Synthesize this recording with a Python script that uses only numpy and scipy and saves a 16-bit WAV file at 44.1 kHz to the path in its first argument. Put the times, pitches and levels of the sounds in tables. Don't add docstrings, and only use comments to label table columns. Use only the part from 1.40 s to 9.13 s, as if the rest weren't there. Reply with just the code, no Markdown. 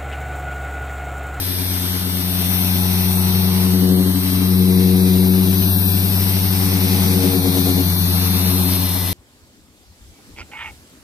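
import sys
import numpy as np
from scipy import signal
from scipy.fft import rfft, irfft, next_fast_len
from scipy.io import wavfile
from scipy.ndimage import uniform_filter1d, map_coordinates

SR = 44100
rng = np.random.default_rng(int(sys.argv[2]) if len(sys.argv) > 2 else 0)


def voltage_ratio(level):
    return 10 ** (np.asarray(level, float) / 20)


def unload_audio(sound):
    columns = np.transpose(np.atleast_2d(sound))
    steps = np.round(np.clip(columns, -1, 1) * 32767)
    wavfile.write(sys.argv[1], SR, steps.astype(np.int16))


N = 340893
GEAR = 11 / 39


def unit(x):
    return x / np.sqrt(np.mean(np.mean(np.atleast_2d(x), 0) ** 2) + 1e-20)


def along(points, hz):
    f, v = np.transpose(points)
    return np.interp(np.log(hz + 1), np.log(f + 1), v)


def curves(rows):
    s, *cols = np.transpose(rows)
    return [np.interp(np.arange(N) / SR, s, c) for c in cols]


def swell(start_s, length_s, rise_s, fall_s):
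    t = np.arange(N) / SR
    return np.clip(np.minimum((t - start_s) / rise_s, (start_s + length_s - t) / fall_s), 0, 1)


def slow(rate):
    knots = np.linspace(0, N * rate / SR, N // 64 + 2)
    return map_coordinates(rng.standard_normal(400), [knots], mode="wrap")


def full(coarse):
    return np.interp(np.arange(N) / 64, np.arange(len(coarse)), coarse)


def wobble(rate):
    return full(slow(rate))


def filtered(x, response):
    m = next_fast_len(N + 8192)
    return irfft(rfft(x, m) * response(np.fft.rfftfreq(m, 1 / SR)), m)[..., :N]


def patches(x, depth_db, bins, frames, tilt_db=0, turn=0):
    z = signal.stft(x, nperseg=512)[2]
    field = rng.standard_normal(z.shape)
    for _ in range(2):
        field = uniform_filter1d(field, size=bins, axis=1)
        field = uniform_filter1d(field, size=frames, axis=2)
    gain = voltage_ratio(depth_db * field / field.std() + tilt_db)
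    return signal.istft(z * gain * np.exp(-1j * turn), nperseg=512)[1][:, :N]


# (frequency [Hz], likeness [0-1])
ALIKE = [(25, .7), (60, 1), (300, 0), (700, 0.94), (1200, 0), (2000, 0.27), (5000, 0.49), (6500, 0.1),
         (14000, 0)]


def rush(colour, lag_s):
    turn = lambda hz: np.arccos(np.clip(along(ALIKE, hz), 0, 1)) / 2
    share = lambda hz: np.array([np.cos(turn(hz)), np.sin(turn(hz))])
    mid, side = filtered(rng.standard_normal((2, N)), share)
    late = lambda hz: np.exp(-1j * np.pi * hz * lag_s * np.array([[1], [-1]]))
    return unit(filtered(np.array([mid + side, mid - side]), lambda hz: colour(hz) * late(hz)))


# (time [s], speed [turns/s])
SHAFT = [(0, 319.4), (.75, 321.7), (1.2, 321), (1.75, 326), (2, 327.2), (2.5, 327.2), (3, 328.5),
         (3.75, 328.9), (4.5, 333.5), (4.9, 334.9), (5.25, 332.2), (5.75, 328.7), (6.25, 323.9),
         (6.5, 323.4), (7.73, 323)]


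def armature():
    speed, = curves(SHAFT)
    return speed, 2 * np.pi * np.cumsum(speed) / SR


# (time [s], turns made [turns])
PAD = [(0, .33), (.6, 5.2), (1.35, 11.9), (2.7, 27.26), (4.5, 46.97), (5.1, 54.57), (5.7, 60.71),
       (6.6, 68.9), (7.73, 78.45)]


def pad_spin():
    return 2 * np.pi * curves(PAD)[0]


# (time [s], delay of the left port [ms])
LAG = [(0, .085), (1.5, .155), (2.5, .11), (3.8, .19), (4.7, .16), (6.2, .19), (6.8, .11), (7.2, .08),
       (7.73, .02)]


def port_lag():
    return curves(LAG)[0]


# (time [s], orbit push [dB], slap [dB], tilt [0-1])
CONTACT = [(0, -26, -36.5, 0.5), (.36, -24.5, -30.5, 0.05), (.84, -25, -25.5, 0.2),
           (1.38, -21, -21.5, 0.08), (1.95, -20, -19, 0.12), (2.2, -20.5, -17.5, 0.12),
           (2.56, -21.3, -14, 0.03), (2.84, -22, -23, 0.07), (3.2, -19.5, -14, 0.02),
           (3.5, -19.5, -14, 0.04), (3.98, -20, -14.5, 0), (4.3, -18.5, -21.5, 0.46),
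           (5.04, -19, -23.5, 0.53), (5.7, -19.5, -18.5, 0.8), (6.0, -21.5, -22, 1),
           (6.76, -19, -22.5, 0.9), (7.19, -19.5, -20.5, 0.17), (7.73, -23.5, -32, 1)]
# (start [s], length [s], 3rd overtone gain [dB], 4th overtone gain [dB])
BOOMS = [
    (0.696, 0.55, -0.5, -7),
    (1.4, 0.81, -5.5, -0.5),
    (2.275, 0.79, 7, -1.5),
    (2.3, 0.4, -0.5, 4.5),
    (3.2, 1.13, 3.5, 2),
    (5.092, 0.51, 4, 2.5),
    (5.648, 0.8, 10.5, 6),
    (6.99, .45, 5.5, 2.5),
]


def drumming():
    push_db, slap_db, tilt = curves(CONTACT)
    boom3_db, boom4_db = sum(np.outer(gains, swell(s, long, rise_s=0.18, fall_s=0.03))
                             for s, long, *gains in BOOMS)
    third_db = -32 + 0.28 * (slap_db + 21) + boom3_db
    rest_db = -41
    fourth_db = np.maximum(-36.5 + 1.06 * (slap_db + 22) + boom4_db, rest_db)
    shares = [tilt, 0.5 - 0.036 * boom3_db, 0.7 - 0.037 * (fourth_db - rest_db)]
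    return push_db, [slap_db, third_db, fourth_db], np.clip(shares, 0, 1)


def overtone(angle, spin, share):
    sides, spin = 0, np.pad(spin[::64], (0, 1), "edge") + 1.3 * slow(.8)
    for step, db in [(1, 0), (-1, 0), (2, -7), (-2, -5), (3, -13), (-3, -10)]:  # (pad turns, dB)
        phase = step * spin + 1.7 * slow(2) + step
        sides = sides + voltage_ratio(db + 3.5 * slow(3)) * np.exp(1j * phase)
    sides = full(sides / np.sqrt(uniform_filter1d(np.abs(sides) ** 2, size=SR // 192)))
    tone = np.sqrt(1 - share) + np.sqrt(share) * sides
    return np.sqrt(2) * np.real(tone * np.exp(1j * (angle + 0.72 * wobble(1.337))))


# (multiple of the orbit rate, level relative to the blow [dB])
UPPER = [
    (5, -4.5),
    (6, -18),
    (7, -22),
    (8, -18),
    (9, -23),
]
# (frequency [Hz], density [dB per Hz])
RUMBLE = [(18, -21), (26, -16), (45, -8.5), (62, -1), (125, -3), (170, -14.5), (260, 4), (350, -2.5),
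          (480, -6), (620, -48), (800, -24.5)]
# (frequency [Hz], density [dB per Hz])
THWACK = [(200, -60), (330, -4), (560, 0), (720, -6), (1000, -14), (1500, -50)]
# (frequency [Hz], left over right [dB])
PANEL_LEAN = [(60, 3), (92, 3.5), (185, 5.5), (280, 8), (370, 9), (560, 6)]


def panel(shaft):
    orbit, spin = GEAR * shaft, pad_spin()
    push_db, (slap_db, third_db, fourth_db), shares = drumming()
    tilt = shares[0]
    push_db = push_db + 0.47 * np.cos(spin) + 0.45 * wobble(21)
    hum = voltage_ratio(push_db) * np.sqrt(2) * np.sin(orbit)

    rocking_db = 0.51 * np.clip(third_db + 29.5, 0, 8) * tilt * np.cos(spin - 1.1)
    low_levels = [slap_db, third_db + rocking_db, fourth_db + rocking_db]
    for k, (db, share) in enumerate(zip(low_levels, shares), start=2):
        hum = hum + voltage_ratio(db - .4) * overtone(k * orbit, spin, .62 * share)

    chatter_db = np.clip(third_db + 28, 0, 8) * np.clip(2 * tilt, 0, 1) * np.cos(spin)
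    blow = voltage_ratio(1.535 * fourth_db + 10.5) + tilt * voltage_ratio(1.39 * third_db - 4 + chatter_db)
    for k, under_db in UPPER:
        level = blow * voltage_ratio(under_db + 3.2 * wobble(2.465))
        hum = hum + level * overtone(round(k) * orbit, spin, 0.71 * shares[2])

    shake_db = -35.0 + 0.24 * (third_db + 27) + np.cos(spin) + 0.52 * chatter_db
    rumble = rush(lambda hz: voltage_ratio(along(RUMBLE, hz)), lag_s=1.1e-4)
    noise = voltage_ratio(shake_db) * patches(rumble, depth_db=1.2, bins=2, frames=20)
    thwack_db = -53.5 + 1.5 * np.clip(third_db + 33.5, 0, 8) * tilt + 1.4 * chatter_db
    noise = noise + voltage_ratio(thwack_db) * rush(lambda hz: voltage_ratio(along(THWACK, hz)), lag_s=1e-4)

    sign = np.array([[1], [-1]])
    lean = lambda hz: voltage_ratio(along(PANEL_LEAN, hz) / 2 * sign)
    even = lambda hz: lean(hz) / lean(hz).mean(0) * np.exp(-1j * np.pi * hz * 5e-5 * sign)
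    return filtered(hum + noise, even)


# (frequency [Hz], density [dB per Hz])
LEFT = [(560, -10), (800, -1), (1400, -6.5), (2000, -5.5), (2400, -3), (4000, -2.5), (5400, -2.5),
        (6300, -7.5), (7300, -36.5), (8800, -15), (9900, -9.5), (10800, -4), (12700, 2.5), (14450, -3)]
# (frequency [Hz], density [dB per Hz])
RIGHT = [(560, -7.5), (800, -9), (1400, -11.5), (2000, -3), (2400, -5.5), (4000, -1.5), (5400, -2),
         (6300, -5.5), (7300, -17.5), (8800, -3.5), (9900, -11.5), (10800, -7), (12700, -19.5),
         (14450, -6.5)]
NOTCH_DB = [
    [-16],
    [-15],
]
# (low edge [Hz], high edge [Hz])
BANDS = [
    (480, 1500),
    (1500, 7300),
    (7300, 11800),
    (11800, 14560),
]
# (level [dB], growth [dB per dB of openness], creep [dB/s])
RUSH_LAW = [
    (-37.5, 0.52, 0.43),
    (-32, 0.62, .3),
    (-32, 0.82, 0.49),
    (-28, 0.7, 0.26),
]
# (time [s], level [dB])
OPEN = [(0.0, -25), (0.06, -27.5), (0.92, -25.5), (1.14, -22), (2.2, -25.5), (2.56, -31.5), (2.75, -28),
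        (3.25, -29.5), (4.03, -27.5), (4.2, -24.5), (5.83, -23.5), (6.0, -27), (7.0, -26), (7.36, -23.5),
        (7.38, -27.5), (7.73, -28)]


def motor_noise(shaft):
    t, open_db = np.arange(N) / SR, curves(OPEN)[0]
    ports = lambda hz: voltage_ratio(np.maximum([along(LEFT, hz), along(RIGHT, hz)], NOTCH_DB))
    mains = 2 * np.pi * 120.6 * t
    beat = 1 + .07 * np.cos(shaft) + .07 * np.cos(2 * shaft + 1)
    beat = beat + .06 * np.cos(GEAR * shaft) + .05 * np.cos(mains)
    total, shared = 0, wobble(9) + .9 * np.cos(pad_spin())
    for (db, grows, creep), (lo, hi) in zip(RUSH_LAW, BANDS):
        db = db + grows * (open_db - open_db.mean()) + creep * (t - t.mean())
        edges = lambda hz: 1 / np.sqrt((1 + (lo / (hz + 1)) ** 16) * (1 + (hz / hi) ** 16))
        band = rush(lambda hz: ports(hz) * edges(hz), lag_s=0)
        total = total + voltage_ratio(db - .5 + .55 * shared + .6 * wobble(9)) * band

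    lag_ms = np.pad(port_lag(), (0, 512), "edge")[::256][:-(-N // 256) + 1]
    hz, left_only = np.fft.rfftfreq(512, 1 / SR)[:, None], np.array([1, 0])[:, None, None]
    turn = 2 * np.pi * hz * lag_ms / 1000 * left_only
    centre_hz = 12340 + 6360 * lag_ms
    slope = np.clip(hz - 12800, -1500, 1500) * (np.arange(257)[:, None] > 125)
    tilt_db = 4.5e-6 * slope * (centre_hz - 12900) * left_only
    total = patches(beat * total, depth_db=1.6, bins=3, frames=120, tilt_db=tilt_db, turn=turn)
    return patches(total, depth_db=0.6, bins=8, frames=14)


# (shaft order, left level [dB], right level [dB])
ORDER = [(2, -50, -49), (4.8, -57, -57), (6.2, -52, -51), (9, -57, -52), (10, -54, -54), (10.72, -49, -52),
         (11, -45, -51), (11.62, -54, -49), (12, -47, -41), (13, -45, -39), (16, -51, -52), (20, -54, -56),
         (21, -59, -62), (22, -66, -61), (23, -62, -64), (24, -56, -57), (25, -57, -53), (26, -50, -45),
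         (27, -54, -42), (28, -57, -44), (29, -56, -48), (32, -46, -52), (33, -41, -47), (34, -43, -48),
         (36, -41, -58), (37, -39, -56), (38, -38, -59), (39, -34, -57), (40, -38, -55), (41, -38, -57)]
RESTING = [
    -57,
    -59.5,
    -45.5,
    -61,
    -47,
]
# (start [s], length [s], gain [dB])
FLARES = [
    [(7.15, 1, 13.5)],
    [(-.4, 2.3, 17.5), (.7, 2.4, 5.5), (5.3, 2.9, 21)],
    [(.7, 7.5, 4.5), (6.5, 1.1, 6.5)],
    [(-.4, 3.7, 11), (4.3, 1.1, 14), (6.45, 1.8, 15)],
    [(-.4, 3.7, 7), (4.9, 3.2, 7.5), (5.6, 4.1, 5)],
]


def whine(speed, shaft):
    total = np.zeros((2, N))
    flutter = .045 * wobble(30) + .1 * wobble(5)
    behind = 2 * np.pi * speed * port_lag() * np.array([[1e-3], [0]])
    ramp_s = 0.47
    tone, mesh, slot, left_blade, right_blade = [
        db + sum(gain * swell(s, long, ramp_s, ramp_s) for s, long, gain in rows)
        for db, rows in zip(RESTING, FLARES)]
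    strong = {2: [slot * 0 - 52] * 2, 6.2: [tone, tone], 11: [mesh, mesh / 2 - 29],
              12: [slot / 2 - 28, slot], 13: [left_blade, right_blade]}
    for k, left_db, right_db in ORDER:
        fades = np.array([wobble(1.1), wobble(1.75)])
        if k in strong:
            db = np.array(strong[k]) + .7 + fades + 1.2 * wobble(7)
        else:
            db = np.array([[left_db], [right_db]]) - 1.5 + 3.8 * fades + 2.0 * wobble(11)
        angle = k * (shaft + flutter - behind) + rng.uniform(0, 2 * np.pi)
        total += voltage_ratio(db) * np.sqrt(2) * np.sin(angle)
    return total


def housing():
    mode_hz, width_hz = 4624, 14
    response = lambda f: 1j * f * width_hz / (mode_hz ** 2 - f * f + 1j * f * width_hz)
    return voltage_ratio([[-60], [-48]]) * unit(filtered(rng.standard_normal(N), response))


def scene():
    speed, shaft = armature()
    return panel(shaft) + motor_noise(shaft) + whine(speed, shaft) + housing()


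def thinned(z, hz, floor, loud_db):
    power = uniform_filter1d(uniform_filter1d(np.abs(z) ** 2, size=6, axis=1), size=2, axis=2)
    unsteady = uniform_filter1d(rng.standard_normal(z.shape), size=8, axis=1)
    unsteady_db = 11 * uniform_filter1d(unsteady, size=2, axis=2)
    floor_db = along(floor, hz)[:, None] + 11.8 + loud_db + unsteady_db
    return z * (power > voltage_ratio(floor_db) ** 2)


def low_pass(x):
    return signal.sosfilt(signal.butter(12, 15270, fs=SR, output="sos"), x)


# (frequency [Hz], density [dB per Hz])
DROP_LR = [(1800, -84), (2500, -74), (3200, -75), (3800, -79), (4400, -73), (5600, -79), (6300, -76),
           (6700, -71.5), (8000, -72), (9300, -73), (10200, -79), (12700, -76.5), (14000, -85)]
# (frequency [Hz], density [dB per Hz])
DROP_MS = [(1500, -86), (2000, -74.5), (3200, -72), (3700, -79), (4300, -80), (4800, -71.5), (5600, -73),
           (6400, -78)]


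def record(dry):
    top_hz = 14530
    edge = lambda hz: np.clip((top_hz + 90 - hz) / 150, 0, 1) ** 2
    hz, _, z = signal.stft(filtered(dry, edge), SR, nperseg=2048)
    power = lambda part: uniform_filter1d(np.sum(np.abs(part) ** 2, axis=(0, 1)), size=5)
    level = lambda part: 10 * np.log10(power(part) + 1e-9)
    treble_db = level(z[:, hz > 1500])
    loud_db = .2 * (level(z) + 13) + .8 * (treble_db - np.mean(treble_db))
    left, right = thinned(z, hz, [(20, -200)] + DROP_LR + [(15000, -200)], loud_db)
    mid_side = np.array([left + right, left - right]) / 2
    mid, side = thinned(mid_side, hz, [(20, -200)] + DROP_MS + [(7000, -200)], loud_db)
    kept = signal.istft(np.array([mid + side, mid - side]), nperseg=2048)[1][:, :N]
    return low_pass(kept)


dry = scene()
out = record(dry)
unload_audio(out)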